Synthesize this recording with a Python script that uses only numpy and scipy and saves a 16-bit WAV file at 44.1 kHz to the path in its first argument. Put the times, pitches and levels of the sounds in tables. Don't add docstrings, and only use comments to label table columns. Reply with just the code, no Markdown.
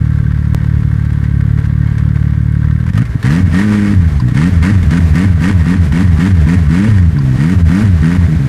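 import sys
import numpy as np
from scipy import signal
from scipy.fft import rfft, irfft
from scipy.io import wavfile
from scipy.ndimage import uniform_filter1d, minimum_filter1d

SR = 44100
rng = np.random.default_rng(int(sys.argv[2]) if len(sys.argv) > 2 else 0)


def gain_from_db(level_db):
    decades = np.asarray(level_db, float) / 20
    return 10 ** decades


def wrap_up_sound(samples):
    columns = np.atleast_2d(samples).T
    tamed = np.clip(columns, -1, 1)
    steps = np.round(tamed * 32767).astype(np.int16)
    wavfile.write(sys.argv[1], SR, steps)


N = 373968

# start_s, speed_hz (cycles per second), bark level_db
IDLING = [
    (0.0, 37.8, -9.5),
    (0.3, 37.1, -12.5),
    (0.58, 37.12, -11),
    (1.2, 36.68, -12),
    (1.4, 35.4, -11),
    (1.56, 36.77, -11),
    (2.1, 36.78, -11.5),
    (2.65, 37.25, -10.5),
    (2.85, 39.44, -11.5),
    (2.91, 45.1, -11),
]
# first_burn_s, last_burn_s, speed_before_hz, speed_after_hz, rasp_db
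BLIPS = [(2.9489, 3.021, 43.3, 65, -32.5), (3.2462, 3.4004, 54, 97, -27.5), (3.5407, 3.64, 85, 107, -23.5),
         (3.635, 3.9282, 105.5, 99.4, -28.5), (4.3559, 4.4884, 61.1, 97, -26.5),
         (4.6357, 4.7054, 77.9, 107, -24.5), (4.9196, 4.981, 76.3, 90, -25),
         (5.1538, 5.246, 74.3, 100.8, -27.5), (5.4172, 5.499, 75.34, 105.4, -25.5),
         (5.6689, 5.75, 75.5, 93.2, -27), (5.9342, 6.022, 69.37, 96.3, -28.5),
         (6.1913, 6.2775, 73.6, 103.6, -26), (6.471, 6.551, 73.4, 94.6, -28.5),
         (6.7048, 6.8773, 70.35, 113.6, -27.5), (7.3902, 7.5322, 61.9, 97.7, -29.5),
         (7.7012, 7.8248, 77.54, 113.5, -27.5), (8.0274, 8.166, 75.8, 93, -29.5)]
# first_s, last_s, bark_db
RELIGHTS = [
    (3.157, 3.157, -6.5),
    (3.4801, 3.4801, -7.0),
    (4.2254, 4.2909, -8.8),
    (4.3234, 4.3234, -6.5),
    (4.8392, 4.8392, -9.7),
    (5.864, 5.864, -9.7),
    (7.1507, 7.358, -8.7),
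    (8.287, 8.3442, -8.9),
    (8.3923, 8.4739, -9.0),
]
# time_s, change_db
STUMBLES = [(2.927, -23), (3.135, -7.5), (3.175, 0), (3.443, 4), (3.5, -6), (3.53, 4), (3.96, -1),
            (4.03, 0.5), (4.106, -11.5), (4.15, -2.5), (4.516, -8), (4.8, -6.5), (5.066, -2), (5.366, -3.5),
            (5.886, -2), (6.402, 0.5), (7.094, 0.5), (7.122, -13), (7.365, -3), (7.57, 4.5), (7.64, 9.5),
            (7.97, -5), (8.0, -3), (8.268, -8), (8.38, 3)]

# order (multiple of the cycle rate), level_db
IDLE_ORDERS = [(1, -21), (2, -2.5), (3, -7), (4, -7), (5, -14), (6, -24.5), (7, -22), (8, -23.5),
               (9, -24.5), (10, -25.5), (11, -35), (12, -20), (13, -56)]
# order, level_db
BURN_ORDERS = [(1, -6), (2, 2), (3, -3.5), (4, -6), (5, -11.5), (6, -33), (7, -13), (8, -54)]
# order, level_db
LEAN_ORDERS = [(1, -7), (2, 1), (3, -9), (4, -9.5), (5, -10), (6, -29), (7, -28)]
# order, level_db
COAST_ORDERS = [(1, 0), (2, -5.5), (3, -15), (4, -27.5), (5, -23.5), (6, -38)]
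# order, level_db
HOWL_ORDERS = [(4, -1.5), (5, -9)]

# freq_hz, level_db
MUFFLER = [(30, -3), (70, -2), (110, 4), (300, -2), (350, -21), (440, -16.5), (560, -22), (800, -44)]
# freq_hz, width_hz, level_db
BOOM = (86, 33, -7.5)

# time_s, change_db
PUFFS = [(0.32, 3), (0.45, 4.5), (0.57, 3.5), (0.67, 2), (0.78, -3), (0.99, 0.5), (1.06, 5), (1.14, 4.5),
         (1.25, 4.5), (1.411, 6.5), (1.57, 0), (1.65, 6), (1.832, 4.5), (1.99, 5), (2.07, 1), (2.16, 6),
         (2.249, -3), (2.4, 1.5), (2.55, 1.5), (2.71, 3.5), (2.81, 4), (2.87, 6), (2.9, 8.5)]
# freq_hz, level_db (per Hz)
SHUT_RASP = [(240, -44), (400, -2), (536, 1), (645, -10.5), (1130, 1.5), (1230, -8), (1330, 4), (1440, -3),
             (1600, 4), (2150, -3.5), (2400, -12.5), (3530, -13.5), (9920, -39), (16000, -85)]
# freq_hz, level_db (per Hz)
OPEN_RASP = [(260, -21), (450, 0.5), (674, -8), (882, -4.5), (993, 0), (1070, -6), (1150, -3.5), (1490, -1),
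             (1810, 2), (2430, -6.5), (3810, -15), (9770, -23.5), (12800, -36), (16000, -54)]
# freq_hz, width_hz, level_db
CASING = [(417.6, 35, 7), (652, 11, 3.5), (972, 50, 2), (1172, 37, 7), (1517, 58, 5), (1860, 27, 8.5),
          (2184, 11, 10.5), (4770, 67, 6)]

# pitch_hz, ring_s, level_db, extra_db on every third
KNOCK = (1570, 0.1, -41, 9)
# freq_hz, level_db (per Hz)
SHAKE = [(20, -50), (40, 19.5), (80, 19), (200, 10.5), (330, -9.5), (600, -40)]
# time_s, level_db
ROLL = [(0, -43), (2.9, -45), (3.301, -32.5), (4.5, -33), (5.5, -31.5), (6.3, -32), (6.601, -31),
        (7.0, -36), (7.5, -29.5), (8.0, -32), (8.48, -31)]
# freq_hz, level_db (per Hz)
WHIRR = [(250, 3), (420, 6), (560, -7), (634, 2.5), (710, -3.5), (1200, -7.5), (1900, -4), (3000, -14),
         (8000, -22.5), (14000, -31)]
# start_s, peak_db, pitch_hz, ring_s
TICKS = [(0.048, -24, 1600, 0.028), (0.187, -27, 1390, 0.039), (1.054, -27, 1560, 0.036),
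         (1.247, -43.5, 1100, 0.033), (1.381, -38, 1360, 0.02), (1.635, -37, 1590, 0.013),
         (1.66, -20.5, 1710, 0.043), (2.883, -49, 1860, 0.012), (2.934, -18, 1840, 0.056),
         (2.977, -9, 1250, 0.055), (3.053, -20, 2080, 0.086), (3.228, -10.5, 1770, 0.053),
         (3.305, -12, 1680, 0.18), (3.53, -14, 1850, 0.018), (4.201, -17, 1010, 0.046),
         (4.284, -15, 1860, 0.041), (4.315, -19, 1410, 0.012), (4.347, -14.5, 1860, 0.07),
         (4.63, -11, 2130, 0.11), (4.829, -14.5, 2180, 0.069), (4.908, -11.5, 1553, 0.087),
         (5.155, -9, 1870, 0.06), (5.922, -10.5, 1852, 0.048), (7.186, -39, 983, 0.019)]
# start_s, peak_db
CHINKS = [
    (4.1982, -26),
    (7.186, -27),
]

# time_s, jump (0-1), dip_s before it
SKIP = (0.5473, .6, .002)
# freq_hz, share (0-1)
PATCHY_TREBLE = [(11500, 0), (12500, .15), (13500, .5), (14700, .6), (15600, .35)]

IDLE_END_S = IDLING[-1][0]
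FULL_HZ = 71.8
BURN_LEAD_S = 0.022


def evened(x):
    return x / np.sqrt(np.mean(x ** 2) + 1e-20)


def read(points, hz):
    f, value = np.transpose(points)
    return np.interp(np.log(hz + 1), np.log(f + 1), value)


def add(mix, s, sound):
    part = mix[round(s * SR):][:len(sound)]
    part += sound[:len(part)]


def coloured(x, gain):
    return irfft(rfft(x) * gain, len(x))


def bumps(s, events, width_s):
    return sum(db * np.exp(-((s - at) / width_s) ** 2) for at, db in events)


def pulses(turns, orders, lean):
    return evened(sum(gain_from_db(db) * np.cos(2 * np.pi * k * turns + lean) for k, db in orders))


def speed(t):
    lag_s, sag_s, end_hz = 0.0073, 0.206, 66.5
    out = np.interp(t, *np.transpose(IDLING)[:2])
    following = BLIPS[1:] + [(N / SR + BURN_LEAD_S, 0, end_hz)]
    for (first, last, low, top, _), (again, _, next_low, *_) in zip(BLIPS, following):
        up, down = first - BURN_LEAD_S, last + lag_s
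        whole_sag = np.expm1(-max(again - BURN_LEAD_S - down, 1e-3) / sag_s)
        sag = np.expm1(-np.maximum(t - down, 0) / sag_s) / whole_sag
        climb = np.interp(t, [up, down], [low, top])
        out = np.where(t >= up, climb + (next_low - top) * np.minimum(sag, 1), out)
    return out


def rasp_level(step, rate):
    idle_db, coast_db, db_per_hz, puff_s = -39, -38, 0.17, 0.011
    lead_s, rise_s, fall_s = 0.023, 0.036, 0.01
    climb_db, clump_db = -2, 1.5
    linger, linger_s = 0.27, 0.02
    puffing_db = idle_db + bumps(step, PUFFS, puff_s)
    coasting_db = coast_db + db_per_hz * (rate - FULL_HZ)
    level_db = np.where(step < IDLE_END_S, puffing_db, coasting_db)
    for first, last, low, top, db in BLIPS:
        db = db - climb_db * np.clip((last - step) / (last - first), 0, 1) * (top > low)
        opened = np.minimum(step - first + lead_s, rise_s) / rise_s
        tail = linger * np.exp(-abs(step - last) / linger_s)
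        closing = np.maximum(1 - (step - last) / fall_s, tail)
        opened = np.clip(np.minimum(opened, closing), 0, 1)
        level_db = np.maximum(level_db, level_db + (db - level_db) * opened)
    return level_db + clump_db * evened(uniform_filter1d(rng.standard_normal(len(step)), size=16))


def crank():
    t = np.arange(N) / SR
    step = t[::64]
    rate = speed(step)
    rasp_db = rasp_level(step, rate)
    turns = np.cumsum(np.interp(t, step, rate)) / SR
    starts = sorted([SKIP[0] + .007] + [row[0] for row in BLIPS + RELIGHTS])
    slip = np.unwrap(-np.interp(starts, t, turns) % 1, period=1)
    return turns + np.interp(t, starts, slip), np.interp(t, step, rasp_db)


def burning(s):
    first_db, last_db, margin_s = -5, -6.5, .005
    runs = [(a, b, first_db, last_db) for a, b, *_ in BLIPS] + [(a, b, db, db) for a, b, db in RELIGHTS]
    burn = np.zeros(len(s))
    for a, b, db_a, db_b in runs:
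        over = b + margin_s + .008 * (b - a > .05)
        inside = (s > a - margin_s) & (s < over)
        burn = np.maximum(burn, gain_from_db(np.interp(s, [a, b + 1e-6], [db_a, db_b])) * inside)
    neighbours = np.minimum(np.roll(burn, 1), np.roll(burn, -1))
    return np.maximum(burn, neighbours * (speed(s) > 95))


def pumping(s, burn):
    level_db, db_per_hz, soft_db, soft_s, stumble_s = -7.5, 0.74, -4, 0.022, 0.012
    since = s - np.maximum.accumulate(s * (burn > 0))
    slow_db = db_per_hz * np.minimum(speed(s) - FULL_HZ, 0)
    thump_db = level_db + slow_db + soft_db * np.exp(-since / soft_s)
    return (s >= IDLE_END_S) * (burn == 0) * gain_from_db(thump_db + bumps(s, STUMBLES, stumble_s))


def exhaust(turns):
    afterfire_cycles, afterfire_depth = 4.2, .85
    cycle = np.arange(int(turns[-1]) + 3)
    s = np.interp(cycle, turns, np.arange(N) / SR)
    luck = rng.standard_normal((1000, 5))[cycle].T
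    idle = (s < IDLE_END_S) * gain_from_db(np.interp(s, *np.transpose(IDLING)[::2]))
    burn = burning(s)
    coast = pumping(s, burn)
    lean = np.max([abs(s - (a + b) / 2) < (b - a) / 2 + .005 for a, b, _ in RELIGHTS], 0)

    between = np.floor(turns) + np.clip((turns % 1 - .3) / .4, 0, 1)
    spread_db = np.array([[1.3], [1.4], [1.5]])
    strengths = [idle, burn, coast] * gain_from_db(spread_db * luck[:3])
    idle, burn, coast = (np.interp(between, cycle, g) for g in strengths)
    lean = np.interp(between, cycle, lean)
    turns = turns + .010 * np.interp(between, cycle, luck[3])

    build_up = np.cos(2 * np.pi * np.cumsum(1 + .4 * luck[4]) / afterfire_cycles)
    swell = afterfire_depth * np.interp(between, cycle, build_up)
    afterfire = swell * np.cos(2 * np.pi * (turns + .4) + .25)

    idle_pulse = pulses(turns, IDLE_ORDERS, -1.2)
    bark = (1 - lean) * pulses(turns, BURN_ORDERS, 2.65) + lean * pulses(turns, LEAN_ORDERS, 2.65)
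    pump = coast * (pulses(turns + .4, COAST_ORDERS, .25) + afterfire)
    boom_hz, width_hz, boom_db = BOOM
    boom = signal.lfilter(*signal.iirpeak(boom_hz, boom_hz / width_hz, SR), pump)
    pipe = idle * idle_pulse + gain_from_db(-3.0) * burn * bark + gain_from_db(-2.0) * pump + gain_from_db(boom_db) * boom
    pipe = pipe * signal.windows.tukey(N, .002)
    return coloured(pipe, gain_from_db(read(MUFFLER, np.fft.rfftfreq(N, 1 / SR))))


def rasp(turns, rasp_db):
    hz = np.fft.rfftfreq(N, 1 / SR)
    ring = 1 + sum((gain_from_db(db) - 1) / (1 + ((hz - f) / (w / 2)) ** 2) for f, w, db in CASING)
    half_turns = 2 * turns - .4
    half = np.floor(half_turns)
    size = gain_from_db(3.0 * rng.standard_normal(2000))[half.astype(int)]
    swell = np.sin(np.pi * (half_turns % 1) ** .6) ** 2
    gust = .7 + (.95 - .35 * (half % 2)) * size * swell
    grit = gain_from_db(2.2 * np.minimum(rng.exponential(1, N), 6)) * (rng.random(N) < 500 / SR)
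    hiss = evened(gust * rng.standard_normal(N))
    drive = hiss + 0.47 * evened(grit * gust * rng.choice([-1., 1.], N))
    band = (hz > 900) & (hz < 3000)
    shut, wide = (gain_from_db(read(c, hz)) * ring for c in (SHUT_RASP, OPEN_RASP))
    shut, wide = (coloured(drive, g / np.sqrt(np.sum(g[band] ** 2) / len(hz))) for g in (shut, wide))
    opening = np.clip((rasp_db + 37) / 5.0, 0, 1)
    return gain_from_db(rasp_db) * (shut + opening * (wide - shut))


def valves(turns, rasp_db):
    late = turns - .28
    size = gain_from_db(2.5 * rng.standard_normal(1000))[np.floor(late).astype(int)]
    burst = size * np.exp(-(late % 1) / .14) * rng.standard_normal(N)
    bright = signal.sosfilt(signal.butter(2, [5000, 11500], "band", fs=SR, output="sos"), burst)
    return gain_from_db(rasp_db - 24) * evened(bright)


def knocks(turns):
    pitch_hz, ring_s, level_db, third_db = KNOCK
    t = np.arange(2000) / SR
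    cycle = np.floor(turns - .2).astype(int)
    size = gain_from_db(level_db + third_db * (cycle % 3 == 1) + 1.8 * rng.standard_normal(1000)[cycle])
    hits = size * (np.diff(cycle, prepend=cycle[0]) > 0) * (np.arange(N) / SR < IDLE_END_S)
    ring = gain_from_db(-60 * t / ring_s) * np.sin(2 * np.pi * pitch_hz * t) * np.minimum(t / 0.0042, 1)
    return signal.oaconvolve(hits, ring)[:N]


def shake():
    noise = coloured(rng.standard_normal(N), gain_from_db(read(SHAKE, np.fft.rfftfreq(N, 1 / SR))))
    return gain_from_db(-21.5) * evened(noise)


def whirr():
    noise = coloured(rng.standard_normal(N), gain_from_db(read(WHIRR, np.fft.rfftfreq(N, 1 / SR))))
    patches = evened(uniform_filter1d(rng.standard_normal(N), size=2500))
    roll_db = np.interp(np.arange(N) / SR, *np.transpose(ROLL))
    return gain_from_db(roll_db + 2.0 * patches) * evened(noise)


def ticks():
    out, t = np.zeros(N), np.arange(1500) / SR
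    for s, db, hz, ring_s in TICKS:
        crackle = signal.lfilter([.3], [1, -.7], rng.standard_normal(len(t)))
        crackle = 0.85 * signal.lfilter([.4], [1, -.6], crackle)
        strike = .5 * np.sin(2 * np.pi * hz * t) + 1.6 * crackle
        add(out, s, gain_from_db(db - 60 * t / max(ring_s, .003)) * strike / 2)
    return out


def howl(turns):
    top_db, db_per_hz, top_hz = -35, 0.45, 110.5
    step = np.arange(0, N, 64) / SR
    waver = evened(uniform_filter1d(rng.standard_normal(len(step)), size=20))
    level_db = top_db + db_per_hz * (speed(step) - top_hz) + 1.3 * waver
    return gain_from_db(np.interp(np.arange(N) / SR, step, level_db)) * pulses(turns, HOWL_ORDERS, 2.84)


def chinks():
    pitch_hz, body_hz, body_db = 4720, 1013, 9
    out, t = np.zeros(N), np.arange(1500) / SR
    for s, db in CHINKS:
        rattle = 1 + 0.66 * evened(uniform_filter1d(rng.standard_normal(len(t)), size=25))
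        body = gain_from_db(body_db) * np.sin(2 * np.pi * body_hz * t)
        pair = rattle * np.sin(2 * np.pi * pitch_hz * t) + body
        add(out, s, gain_from_db(db - 60 * t / 0.03) * pair * np.minimum(t / 0.0023, 1))
    return out


def scene():
    turns, rasp_db = crank()
    engine = exhaust(turns) + rasp(turns, rasp_db) + valves(turns, rasp_db) + howl(turns)
    sled = knocks(turns) + shake() + whirr() + ticks() + chinks()
    return (engine + sled)[None]


def thinned(x):
    hz, t, z = signal.stft(x, SR, nperseg=1024)
    chance = uniform_filter1d(rng.standard_normal((len(t), 80)), size=9, axis=0)
    rank = chance.argsort(0).argsort(0) / len(t)
    share = read(PATCHY_TREBLE, hz)[:, None]
    kept = rank[:, np.arange(len(hz)) // 9].T >= share
    return signal.istft(z * kept / np.sqrt(1 - share), SR, nperseg=1024)[1][:, :N]


def top_cut(x):
    return signal.sosfilt(signal.butter(12, 15800, fs=SR, output="sos"), x)


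def record(dry):
    faded = dry * np.minimum(np.arange(N) / 300, 1)
    cut = signal.sosfilt(signal.butter(1, 30, "high", fs=SR, output="sos"), faded)
    cut = signal.sosfilt(signal.butter(4, 13500, fs=SR, output="sos"), cut)
    headroom = minimum_filter1d(1 / np.maximum(abs(cut) / .99, 1), size=601)
    held = cut * uniform_filter1d(headroom, size=601)
    skip_s, jump, dip_s = SKIP
    dip = np.arange(-600, 0) / SR
    add(held[0], skip_s + dip[0], -jump * np.exp(dip / dip_s))
    mix = thinned(np.clip(held, -1, 1))
    return top_cut(mix)


dry = scene()
out = record(dry)
wrap_up_sound(out)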